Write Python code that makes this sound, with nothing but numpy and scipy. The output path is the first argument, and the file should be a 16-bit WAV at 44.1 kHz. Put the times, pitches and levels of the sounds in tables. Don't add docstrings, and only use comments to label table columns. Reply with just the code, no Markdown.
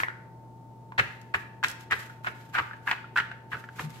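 import sys
import numpy as np
from scipy import signal
from scipy.fft import rfft, irfft, next_fast_len
from scipy.io import wavfile
from scipy.ndimage import map_coordinates

SR = 44100
rng = np.random.default_rng(int(sys.argv[2]) if len(sys.argv) > 2 else 0)


def unload_wav(signal):
    wavfile.write(
        sys.argv[1],
        SR,
        np.round(np.clip(np.atleast_2d(signal).T, -1, 1) * 32767).astype(np.int16),
    )


N = 176400


def amp(db):
    return 10 ** (np.asarray(db) / 20)


def unit_rms(x):
    return x / np.sqrt(np.mean(x ** 2) + 1e-20)


def unit_peak(x):
    return x / np.abs(x).max()


def curve(points, hz):
    knots_hz, values = np.transpose(points)
    return np.interp(np.log(hz + 1), np.log(knots_hz + 1), values)


def fade(t, t60_s):
    return 1000 ** (-np.maximum(t, 0) / t60_s)


def swell(at_s, rise_s, hold_s, fall_s):
    t = np.arange(N) / SR - at_s
    return fade(-t, rise_s) * fade(t - hold_s, fall_s)


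def wobble(rate_hz):
    knots = rng.standard_normal(int(N * rate_hz / SR) + 4)
    return map_coordinates(knots, [np.arange(N) * rate_hz / SR])


def filtered(x, response):
    size = 2 * next_fast_len(x.shape[-1])
    hz = np.fft.rfftfreq(size, 1 / SR)
    return irfft(rfft(x, size) * response(hz), size)[..., :x.shape[-1]]


def min_phase(db):
    cepstrum = irfft(db * np.log(10) / 20)
    half = len(cepstrum) // 2
    cepstrum[1:half] *= 2
    cepstrum[half + 1:] = 0
    return np.exp(rfft(cepstrum))


def add(out, at_s, x):
    start = max(round(at_s * SR), 0)
    out[:, start:start + x.shape[-1]] += x[..., :max(out.shape[-1] - start, 0)]


def delays_s(lead_ms):
    return np.maximum([[-lead_ms], [lead_ms]], 0) / 1000


def tones(lines, drift_hz, waver_db):
    out = np.zeros(N)
    for hz, db in lines:
        gain = np.sqrt(2) * amp(db + waver_db * wobble(12.02))
        phase = 2 * np.pi * np.cumsum(hz + drift_hz * wobble(10)) / SR
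        out += gain * np.sin(phase)
    return out


def contact(lead_ms, t60_s, size, spread_ms=0.0823, width=0.632):
    bursts = rng.standard_normal((3, size)) * fade(np.arange(size) / SR, t60_s)
    stereo = bursts[0] + width * bursts[1:]
    lag_s = delays_s(lead_ms + spread_ms * rng.standard_normal())
    return filtered(stereo, lambda f: np.exp(-2j * np.pi * f * lag_s))


def flurry(lead_ms, push, size, count=48, rate_hz=520, scatter_db=4):
    out = np.zeros((2, size))
    times_s = (np.arange(count) + rng.uniform(0, 1, count)) / rate_hz
    gains = amp(scatter_db * rng.standard_normal(count))
    for at_s, gain in zip(times_s, gains):
        add(out, at_s, push(at_s) * gain * contact(lead_ms, t60_s=0.01633, size=512))
    return out


# f/Hz, rel. level/dB
NUT_SPECTRUM = [(60, -26.5), (300, -20), (550, -20), (900, -5), (1500, 0), (2100, -3), (3000, -13.5),
                (4200, -20), (6000, -30.5), (8000, -30.5), (9500, -44), (16000, -41.5)]
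# f/Hz, bandwidth/Hz, rel. level/dB
TRAY_MODES = [(774, 230, -7), (1012, 70, -10), (1272.7, 66.5, -6.5), (1411.6, 80, 0.5), (1490.7, 46, -3.5),
              (1682, 107.5, -2), (1873, 116, -6.5), (2012.7, 77, -6), (2170, 67, -3), (2403, 93, -0.5),
              (2592, 92, 2.5), (2846, 90, -0.5)]
def tray(x, tilt_db_per_oct, ring_db=-4, scatter_db=1, pivot_hz=1490.7):
    spot_db = scatter_db * rng.standard_normal(len(TRAY_MODES))

    def response(f):
        modes = sum(amp(db + offset_db) * 1j * f * width_hz / (hz * hz - f * f + 1j * f * width_hz)
                    for (hz, width_hz, db), offset_db in zip(TRAY_MODES, spot_db))
        metal_db = 20 * np.log10(.5 + amp(ring_db) * abs(modes))
        tilt_db = tilt_db_per_oct * np.log2(np.clip(f / pivot_hz, .5, 4))
        return min_phase(curve(NUT_SPECTRUM, f) + tilt_db + metal_db)
    return filtered(x, response)


# f/Hz, rel. level/dB
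THUD_SPECTRUM = [(25, -20.5), (60, -9), (100, 1), (170, -7), (260, -12), (400, -7.5), (800, -18),
                 (2000, -59.5)]
def thud(hold_s, size, t60_s=0.176):
    burst = rng.standard_normal(size) * fade(np.arange(size) / SR - hold_s, t60_s)
    return unit_rms(filtered(burst, lambda f: min_phase(curve(THUD_SPECTRUM, f))))


# t/s, length/s, rel. rattle level/dB, rel. thud level/dB, tilt/(dB/oct), left lead/ms, rise/s
PALM_PATS = [(0.0, 0.00582, -24, -42.5, -0.5, 0.3027, .008),
             (0.978, 0.00953, -22.5, -33, 1, 0.224, 0.001887),
             (0.988, 0.00946, -16.5, -34.5, 1.5, 0.301, 0.00536),
             (1.339, 0.01079, -24, -38.5, 0, 0.191, 0.00191),
             (1.634, 0.01215, -20, -42, 4, 0.126, 0.002837), (1.91, 0.0204, -22.5, -36, 1, 0.1244, 0.01856),
             (2.267, 0.017, -29.5, -44, -2, 0.289, 0.0388), (2.547, 0.0294, -28, -70, -1, 0.111, 0.03923),
             (2.578, 0.01996, -24.5, -38, -1.5, 0.149, .01),
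             (2.874, 0.0553, -30.5, -50, -1.5, 0.0714, 0.02492),
             (3.174, 0.0251, -23, -44, 1.5, -0.0453, 0.02214),
             (3.518, 0.0377, -35.5, -42, -2.5, 0.0205, 0.01187),
             (3.789, 0.0189, -35, -39.5, -4.5, 0.0051, 0.0307)]
def pats(settle_t60_s=0.0331, thud_trim_db=-13, size=8192):
    out = np.zeros((2, N))
    for at_s, length_s, rattle_db, thud_db, tilt_db_per_oct, lead_ms, rise_s in PALM_PATS:
        early_s = min(at_s, rise_s / 2)
        push = lambda t: fade(early_s - t, rise_s) * fade(t - early_s - length_s, settle_t60_s)
        rattle = unit_rms(tray(flurry(lead_ms, push, size), tilt_db_per_oct))
        add(out, at_s - early_s, amp(rattle_db) * np.sqrt(length_s * SR / size) * rattle)
        add(out, at_s + length_s / 2, amp(thud_db + thud_trim_db) * thud(length_s / 2, size))
    return out


# f/Hz, rel. level/dB
HISS_SPECTRUM = [(300, -3), (1500, 11), (3000, 6.5), (5500, -0.5), (7600, -0.5), (9200, -7.5), (12000, -1),
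                 (15000, -10), (16000, -21)]
# t/s, rise/s, hold/s, fall/s, level/dB
PALM_SLIDES = [(0.0, .02, 0.0095, 0.21, -43.5), (0.999, .02, 0.0098, 1.38, -59),
               (1.339, 0.0098, 0.0414, 0.27, -50), (1.637, .012, 0.088, 0.01, -45),
               (1.805, 0.059, 0.0102, 0.0962, -50.5), (1.91, 0.0123, 0.0867, 0.4772, -48),
               (2.237, 0.013, 0.0203, 1.04, -53), (2.544, 0.031, 0.026, 0.3974, -45),
               (2.884, 0.106, 0.0256, 0.1968, -45.5), (3.162, 0.0375, 0.0157, 0.17, -44.5),
               (3.515, .08, 0.071, 0.42, -55), (3.788, 0.179, .055, 0.1, -45.5), (3.897, .02, 0.1, 8, -54)]
def skin_hiss(grain_db=1.0, flutter_db=3.0):
    pressure = sum(amp(db) * swell(*timing) for *timing, db in PALM_SLIDES)
    grains = rng.standard_normal((2, N)) * amp(grain_db * wobble(900) + flutter_db * wobble(60))
    return pressure * unit_rms(filtered(grains, lambda f: amp(curve(HISS_SPECTRUM, f))))


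# f/Hz, rel. level/dB
AIR_SPECTRUM = [(25, -42), (55, -9.5), (110, -2.5), (160, 3.5), (240, -6.5), (330, -4.5), (550, -9),
                (850, -7.5), (1100, -19), (1700, -28.5), (3000, -35), (7000, -38), (15000, -41.5)]
# f/Hz, left-right correlation
AIR_CORRELATION = [(100, 0.76), (300, 0.93), (900, 0.132), (2500, 0.049), (10000, 0.045)]
# f/Hz, rel. level/dB
HUM_LINES = [(119.8, -51), (239.6, -64.5), (360, -68), (898, -55.5)]
def appliance(air_db=-53):
    def mid_side_gains(f):
        angle = np.arccos(np.clip(curve(AIR_CORRELATION, f), -1, 1)) / 2
        return amp(curve(AIR_SPECTRUM, f)) * [np.cos(angle), np.sin(angle)]
    mid, side = filtered(rng.standard_normal((2, N)), mid_side_gains)
    air = unit_rms(np.array([mid + side, mid - side]))
    hum = tones(HUM_LINES, drift_hz=0.763, waver_db=0.26)
    return amp(air_db) * air + hum * amp([[.9], [-.9]])


# t/s, rel. level/dB, f/Hz, snap re ping/dB
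NUT_STRIKES = [(.023, -29.5, 1566, -16), (0.0331, -18, 1072, 0), (0.0349, -12.5, 1940, -16),
               (0.0838, -20, 1500, -11), (.101, -31, 1543, -14.5), (.921, -31, 1001, 0),
               (0.9931, -11, 1745, -9.5), (1.344, -13, 1754, -5.5), (1.6293, -19, 1584, -5.5),
               (1.636, -16, 1652, 7), (1.911, -17.5, 1901, -0.5), (1.9279, -16, 1700, -3.5),
               (2.098, -36, 1469, -16), (2.2458, -23, 1463, 0.5), (2.2713, -18.5, 1685, 3),
               (2.551, -20, 1568, 0), (2.583, -15.5, 1485, -4.5), (2.5876, -21, 1579, -7.5),
               (2.5994, -19, 1171, -17), (2.711, -29, 1512, -8.5), (2.733, -32, 1700, -6),
               (2.8763, -13, 1671, -12), (2.9128, -10.5, 2255, 7), (3.043, -36.5, 1388, -14),
               (3.159, -21, 1490, -9), (3.163, -13, 1516, -3), (3.1731, -15.5, 1740, -7.5),
               (3.1876, -15, 1886, -9.5), (3.315, -27.5, 1600, 2), (3.532, -21, 1668, 0),
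               (3.569, -34, 1510, -4), (3.640, -32, 1750, 0), (3.689, -32, 1600, 2),
               (3.7944, -22, 1710, 11)]
def clacks(trim_db=0.5, chatter_db=-17.5, ping_rise_s=0.00289, palm_damping=.35, size=4096):
    out = np.zeros((2, N))
    pat_times_s, *_, pat_leads_ms, _ = np.transpose(PALM_PATS)
    for at_s, db, hz, snap_db in NUT_STRIKES:
        lead_ms = np.interp(at_s, pat_times_s, pat_leads_ms)
        t = np.arange(size) / SR - delays_s(lead_ms)
        impulse = np.diff(1.0 * (t >= 0), prepend=0)
        chatter = amp(chatter_db) * contact(lead_ms, t60_s=0.0322, size=size)
        snap = tray(impulse + chatter, tilt_db_per_oct=1)
        ping_t60_s = .0065 * amp(-palm_damping * db)
        ping = np.sin(2 * np.pi * hz * t) * fade(t, ping_t60_s) * (1 - fade(t, ping_rise_s))
        clack = unit_peak(ping) + amp(snap_db) * unit_peak(snap)
        add(out, at_s, amp(db + trim_db) * unit_peak(clack))
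    return out


# f/Hz, rel. level/dB
CRACK_SPECTRUM = [(500, -29), (2500, -3), (5500, 4), (9000, -3.5), (14000, -7.5), (16000, -11.5)]
# t/s, rel. level/dB
SKIN_CRACKS = [(1.215, -47.5), (1.639, -31.5), (1.684, -27.5), (1.701, -36), (1.714, -34.5), (1.809, -45),
               (1.912, -34.5), (1.926, -38.5), (2.913, -40), (3.904, -46)]
def skin_cracks(trim_db=-14.5, t60_s=0.0156, size=1024):
    out = np.zeros((2, N))
    for at_s, db in SKIN_CRACKS:
        burst = rng.standard_normal((2, size)) * fade(np.arange(size) / SR, t60_s)
        tick = filtered(burst, lambda f: min_phase(curve(CRACK_SPECTRUM, f)))
        add(out, at_s, amp(db + trim_db) * unit_rms(tick))
    return out


# f/Hz, level/dB
FLEX_TONES = [(146, -42), (224, -53)]
def tray_boom():
    envelope = swell(at_s=3.842, rise_s=0.076, hold_s=0.0334, fall_s=0.146)
    return envelope * tones(FLEX_TONES, drift_hz=3.556, waver_db=-4)


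# f/Hz, T60/s
ROOM_DECAY = [(200, 0.56), (1000, 0.582), (2200, 0.5155), (5000, 0.548), (12000, 0.356)]
def kitchen(x, tail_db=-11, walls_db=-11, walls_t60_s=0.059, predelay_s=.004, size=22050):
    out = np.zeros((2, N))
    hop = size // 2
    for start in range(0, N, hop):
        hz, frames_s, spectra = signal.stft(rng.standard_normal((2, size)), SR, nperseg=256)
        decay = fade(frames_s, curve(ROOM_DECAY, hz)[:, None])
        tail = signal.istft(spectra * decay, SR, nperseg=256)[1][:, :size]
        walls = rng.standard_normal((2, size)) * fade(np.arange(size) / SR, walls_t60_s)
        response = (amp(tail_db) * unit_rms(tail) + amp(walls_db) * unit_rms(walls)) / np.sqrt(size)
        reverb = signal.fftconvolve(x[:, start:start + hop], response, axes=1)
        add(out, start / SR + predelay_s, reverb)
    return out


def scene():
    near = pats() + clacks() + skin_hiss() + skin_cracks() + tray_boom()
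    return near + kitchen(near) + appliance()


def record(dry):
    return filtered(dry, lambda hz: hz < 15850)


dry = scene()
out = record(dry)
unload_wav(out)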